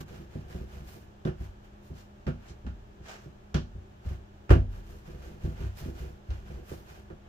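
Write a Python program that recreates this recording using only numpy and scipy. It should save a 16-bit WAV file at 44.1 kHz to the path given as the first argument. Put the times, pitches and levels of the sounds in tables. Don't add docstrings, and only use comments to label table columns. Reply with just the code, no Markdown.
import sys
import numpy as np
from scipy import signal
from scipy.fft import rfft, irfft, next_fast_len
from scipy.io import wavfile
from scipy.ndimage import map_coordinates

SR = 44100
rng = np.random.default_rng(int(sys.argv[2]) if len(sys.argv) > 2 else 0)


def wav_out(sig):
    wavfile.write(sys.argv[1], SR, np.round(np.clip(np.atleast_2d(sig).T, -1, 1) * 32767).astype(np.int16))


N = 321354
TIME = np.arange(N) / SR
AFTER = np.arange(SR * 3 // 5) / SR

# (time [s], knock [dB], boom over the knock [dB], clang over its usual share [dB],
#  smack [dB], crack over the smack [dB])
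SLAP_EVENTS = [(1.250, -23.5, -31, 2.5, -40, -6), (1.271, -26, -4.5, 3, -36, -24),
               (2.266, -24, -3, -8.5, -35, -13), (2.274, -34, -11, 8.5, -37, -18),
               (2.665, -37, 8, -12, -42.5, -12.5), (3.543, -20.5, 0, -3, -29, -4),
               (4.493, -38, 6, -8, -30, -19), (4.504, -18.5, 13, 10.5, -18.5, -19.5),
               (4.737, -57, 17, 1, -51, -20), (6.304, -49, 19, 6, -45, -4.5), (6.712, -40, 4, 10, -56, -4),
               (7.1, -43, 1.5, 10, -48.5, -22)]
# (fastest moment [s], rub [dB], bare skin over the rub [dB], weight on the bench [dB])
ROLL_STROKES = [(0.12, -53.5, -15, -47.5), (0.343, -57.5, -17, -51), (0.524, -53.5, -13.5, -48),
                (0.73, -54.5, -14, -51.5), (0.897, -57, -5.5, -53.5), (4.743, -59.5, -13, -58),
                (4.898, -60, -8, -55), (5.088, -57.5, -15, -51), (5.244, -54.5, -15, -51.5),
                (5.45, -55, -14, -46.5), (5.606, -50.5, -18, -50.5), (5.82, -53, -11.5, -49),
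                (5.996, -53, -13, -46), (6.32, -56.5, -17.5, -55.5), (6.5, -55.5, -16, -48.5),
                (6.702, -55.5, -6.5, -56), (6.897, -54.5, -13.5, -53), (7.27, -65, -36, -78)]
# (from [Hz], to [Hz])
BENCH_REGISTERS = [(0, 115), (115, 290), (290, 440), (440, 1000)]


def amp(db):
    return 10 ** (np.asarray(db) / 20)


def unit(x):
    return x / np.sqrt(np.mean(x ** 2) + 1e-20)


def unit_attack(x, size=2646):
    return x / np.sqrt(np.mean(x[..., :size] ** 2) + 1e-20)


def along(points, hz):
    f, v = np.transpose(points)
    return np.interp(np.log(hz + 1), np.log(f + 1), v)


def wobble(rate):
    knots = rng.standard_normal(int(N * rate / SR) + 4)
    return map_coordinates(knots, [TIME * rate])


def filtered(x, response):
    n = x.shape[-1]
    m = next_fast_len(n + 8192)
    hz = np.fft.rfftfreq(m, 1 / SR)
    return irfft(rfft(x, m) * response(hz), m)[..., :n]


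def half_angle(hz):
    # (frequency [Hz], likeness from -1 to 1)
    likeness = [(100, 0.94), (200, 0.89), (380, 0.39), (700, -0.35), (1300, -0.5), (2400, -0.12),
                (8000, -0.038)]
    return np.arccos(np.clip(along(likeness, hz), -1, 1)) / 2


def noise(spectrum, size, grain=1):
    white = rng.standard_normal((2, size)) * grain

    def color_and_spread(hz):
        angle = half_angle(hz)
        return amp(along(spectrum, hz)) * [np.cos(angle), np.sin(angle)]

    mid, side = filtered(white, color_and_spread)
    return unit(np.array([mid + side, mid - side]))


def dying(t60):
    return np.exp(-np.log(1000) * AFTER / t60)


def rising(seconds):
    return 1 - np.exp(-(AFTER / seconds) ** 2)


def add(track, s, sound):
    start = max(round(s * SR), 0)
    track[:, start:start + sound.shape[1]] += sound[:, :N - start]


def cooler(air_db=-53.0, waver_db=-2.5, drift=0.46):
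    # (frequency [Hz], relative level [dB])
    air_color = [(12, -49), (27, 7.5), (46, -0.5), (72, 5.5), (105, -1.5), (150, -8.5), (260, -12.5),
                 (370, -5), (470, -14), (720, -11.5), (1050, -17.5), (1700, -19.5), (2000, -26),
                 (3000, -26), (4500, -34), (6800, -35), (9500, -48), (15000, -44)]
    # (frequency [Hz], rms level around which it wavers [dB])
    motor_lines = [(64.6, -81.5), (120, -64), (204, -61.5), (403.7, -77.5), (602.9, -76.5), (845.2, -79.5),
                   (1701, -87)]
    hum = 0
    for hz, db in motor_lines:
        level = amp(db + waver_db * wobble(12))
        phase = 2 * np.pi * hz * TIME + drift * wobble(3.8)
        hum = hum + level * np.sqrt(2) * np.sin(phase)
    return hum + amp(air_db) * noise(air_color, N)


def walls(x, count=10, echo=0.21, reach=0.022):
    out = x.copy()
    for delay, ear in zip(rng.uniform(.002, reach, count), np.arange(count) % 2):
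        add(out[ear:ear + 1], delay, echo * x[ear:ear + 1])
    return out


def burst(spectrum, direct, direct_t60):
    # (frequency [Hz], time to fall by 60 dB [s])
    echo_times = [(200, 0.32), (1400, 0.2), (5000, 0.27), (14000, 0.15)]
    hz, t, z = signal.stft(noise(spectrum, len(AFTER)), SR, nperseg=256)
    z = z * np.exp(-np.log(1000) * t / along(echo_times, hz)[:, None])
    tail = signal.istft(z, SR, nperseg=256)[1][:, :len(AFTER)]
    return unit_attack(tail * (1 + direct * dying(direct_t60)))


def steel(x, width_hz=35):
    # (frequency [Hz], boost [dB])
    sheet_peaks = [(1060, -4), (1227, 2.5), (1535, 3), (1669, 1.5), (2469, 2), (2638, -2.5)]

    def peaks(hz):
        return amp(sum(db / (1 + ((hz - centre) / width_hz) ** 2) for centre, db in sheet_peaks))

    return filtered(x, peaks)


def ring(register, rise, scatter_db=0.37):
    # (frequency [Hz], relative level [dB], time to fall by 60 dB [s])
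    bench_modes = [(40.8, -15.5, 0.95), (51.7, -15, 0.75), (63.83, 2, 0.3), (83, -4, 0.19),
                   (95.4, -4.5, 0.43), (131.3, -1, 0.18), (149.2, 7.5, 0.19), (177.8, -4.5, 0.31),
                   (197.4, 1, 0.12), (237.2, -9, 0.41), (254.6, -3.5, 0.15), (331.9, -5, 0.2),
                   (367.5, -5, 0.19), (397.1, -7, 0.14), (486.4, 0.5, 0.11), (504.2, -11.5, 0.27),
                   (525, 3, 0.061), (646, -9, 0.24), (722, -10, 0.25)]
    lo, hi = register
    out = 0
    for hz, db, t60 in bench_modes:
        if lo <= hz < hi:
            phase = rng.uniform(0, 2 * np.pi) + half_angle(hz) * np.array([[1], [-1]])
            gain = amp(db + scatter_db * rng.normal())
            out = out + gain * dying(t60) * np.sin(2 * np.pi * hz * AFTER + phase)
    return unit_attack(out * rising(rise))


def speed(s, swell, fade, bluntness=1.78):
    return np.exp(-np.abs((TIME - s) / np.where(TIME < s, swell, fade)) ** bluntness)


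def friction(brush_db=-1):
    # (fastest moment [s], swell [s], rub [dB], brush over the rub [dB], bare skin over the rub [dB])
    slide_moves = [(0.01, 0.0058, -45.5, -5, -10), (1.425, 0.038, -56.5, -8.5, -13.5),
                   (1.648, 0.02, -61, -11, -17), (1.859, .036, -73, 3, 0), (1.979, 0.037, -59, -2.5, -11),
                   (2.46, 0.05, -56.5, -12, -20), (2.494, 0.017, -62.5, 7.5, -16),
                   (3.099, .045, -45.5, -8, -22), (3.22, 0.038, -59.5, -7.5, -17),
                   (4.088, 0.048, -54, -9, -17), (5.787, 0.023, -53.5, -0.5, -3.5)]
    roll_swell_s, roll_fade_s = .045, 0.11
    slide_fade = 1.64
    moves = []
    for s, db, skin, weight in ROLL_STROKES:
        brush = skin / 2 + brush_db
        moves.append((speed(s, roll_swell_s, roll_fade_s), db, brush, skin))
    for s, swell, db, brush, skin in slide_moves:
        moves.append((speed(s, swell, slide_fade * swell), db, brush, skin))
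    power = sum((amp([[db], [db + brush], [db + skin]]) * pace) ** 2 for pace, db, brush, skin in moves)
    return np.sqrt(power)


def strokes(motion, rub_db=-1, brush_db=0, skin_db=1.5):
    # (frequency [Hz], relative level [dB])
    rub_color = [(150, -11), (400, 3.5), (700, 8.5), (1000, 3), (1600, 3.5), (2100, -1.5), (2900, -1.5),
                 (4000, -12.5), (8000, -38)]
    brush_color = [(2500, 3), (4000, 5), (5500, 5), (7000, 3.5), (8700, -7), (10500, -17), (15000, -28)]
    skin_color = [(6000, -27), (8600, -5), (9800, -9), (11500, -3), (13000, -3), (15200, -4.5)]
    catches = unit(amp(2.2 * wobble(1200) + 1.1 * wobble(80)))
    parts = zip(motion, (rub_db, brush_db, skin_db), (rub_color, brush_color, skin_color))
    return sum(amp(db) * gain * noise(spectrum, N, catches) for gain, db, spectrum in parts)


def rolling(rate=110, levels_db=(5, 0, -5, -9), lump_db=3):
    lag_s, swell_s, fade_s = 0.003, 0.037, 0.12
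    power = sum((amp(weight) * speed(s + lag_s, swell_s, fade_s)) ** 2 for s, db, skin, weight in ROLL_STROKES)
    push = np.sqrt(power)
    touches = rng.random(N) < rate / SR
    lumps = unit(touches * amp(lump_db * rng.standard_normal(N))) * push
    soft_contact_s = .005
    body = sum(amp(db) * unit(ring(register, soft_contact_s))
               for register, db in zip(BENCH_REGISTERS, levels_db))
    return signal.fftconvolve(lumps[None], body / np.sqrt(len(AFTER)), axes=1)[:, :N]


def blows():
    # (time [s], knock [dB], boom over the knock [dB])
    press_events = [(0.005, -38, -4), (0.184, -44.5, -20), (0.352, -32.5, -0.5), (0.545, -35.5, 2.5),
                    (0.605, -38, 5), (1.402, -39, 11.5), (1.903, -38.5, 3.5), (2.499, -46, 7.5),
                    (2.646, -39.5, 4), (2.996, -47, 5.5), (3.257, -41, -2), (3.749, -45, 12),
                    (4.055, -42, 17), (4.105, -37.5, 11.5), (4.55, -20, -14), (5.442, -29, 5.5),
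                    (5.605, -38, 11), (5.638, -40.5, 14.5), (5.82, -43, 12.5), (5.856, -35.5, -3),
                    (5.883, -34.5, -2), (6.014, -42, 5), (6.287, -47.5, 21.5)]
    weight_lag_s = .0018
    press_clang_db, press_slowness = -0.5, 1.3
    slapped = [(s + weight_lag_s, db, boom, clang, 1) for s, db, boom, clang, smack, crack in SLAP_EVENTS]
    pressed = [(s, db, boom, press_clang_db, press_slowness) for s, db, boom in press_events]
    return slapped + pressed


def thumps(boom_db=-8, knock_db=-7.5, clang_db=-17.0, plate_db=-26, blur_db=0,
           rises=(.008, .003, .003, .002), sag=0.0058):
    # (frequency [Hz], relative level [dB])
    plate_color = [(380, -30), (490, 0), (550, 0), (660, -11), (1300, -19), (2800, -45)]
    plate_growth = 1.25
    out = np.zeros((2, N))
    for s, db, boom, clang, slowness in blows():
        levels = boom + boom_db, knock_db, clang + clang_db, plate_growth * clang + plate_db
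        starts = s - sag, s, s, s
        for register, start, level, rise in zip(BENCH_REGISTERS, starts, levels, rises):
            add(out, start, amp(db + level) * ring(register, rise * slowness))
        blur = burst(plate_color, direct=0.51, direct_t60=0.14) * rising(rises[-1] * slowness)
        add(out, s, amp(db + levels[-1] + blur_db) * blur)
    return out


def slaps(smack_db=-11, crack_db=-10, smack_rise=0.0004, crack_rise=0.00098):
    # (frequency [Hz], relative level [dB])
    smack_color = [(300, -1), (700, 0), (1050, -3), (1400, 0.5), (1750, -3), (2000, -11.5), (2800, -9.5),
                   (3600, -22.5), (6000, -28.5), (10000, -39)]
    crack_color = [(1500, -5), (3200, 3.5), (4500, -3), (6300, -4.5), (8000, -18), (10000, -33),
                   (13000, -22), (15500, -39)]
    out = np.zeros((2, N))
    for s, *_, db, crack in SLAP_EVENTS:
        smack_sound = burst(smack_color, direct=0.48, direct_t60=0.17) * rising(smack_rise)
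        add(out, s, amp(db + smack_db) * smack_sound)
        crack_sound = burst(crack_color, direct=3, direct_t60=0.016) * rising(crack_rise)
        add(out, s, amp(db + crack + crack_db) * crack_sound)
    return out


def scene(hands_pan_db=0.56):
    # (frequency [Hz], gain right and loss left [dB])
    bench_lean = [(170, 0), (350, 4.5), (600, 1.5)]
    rightward = np.array([[-1], [1]])
    bench = filtered(thumps() + rolling(), lambda hz: amp(along(bench_lean, hz) * rightward))
    hands = walls(steel(slaps() + strokes(friction()))) * amp(hands_pan_db * rightward)
    return bench + hands + cooler()


def record(dry):
    top_hz = 15600
    return filtered(dry, lambda hz: hz < top_hz)


dry = scene()
out = record(dry)
wav_out(out)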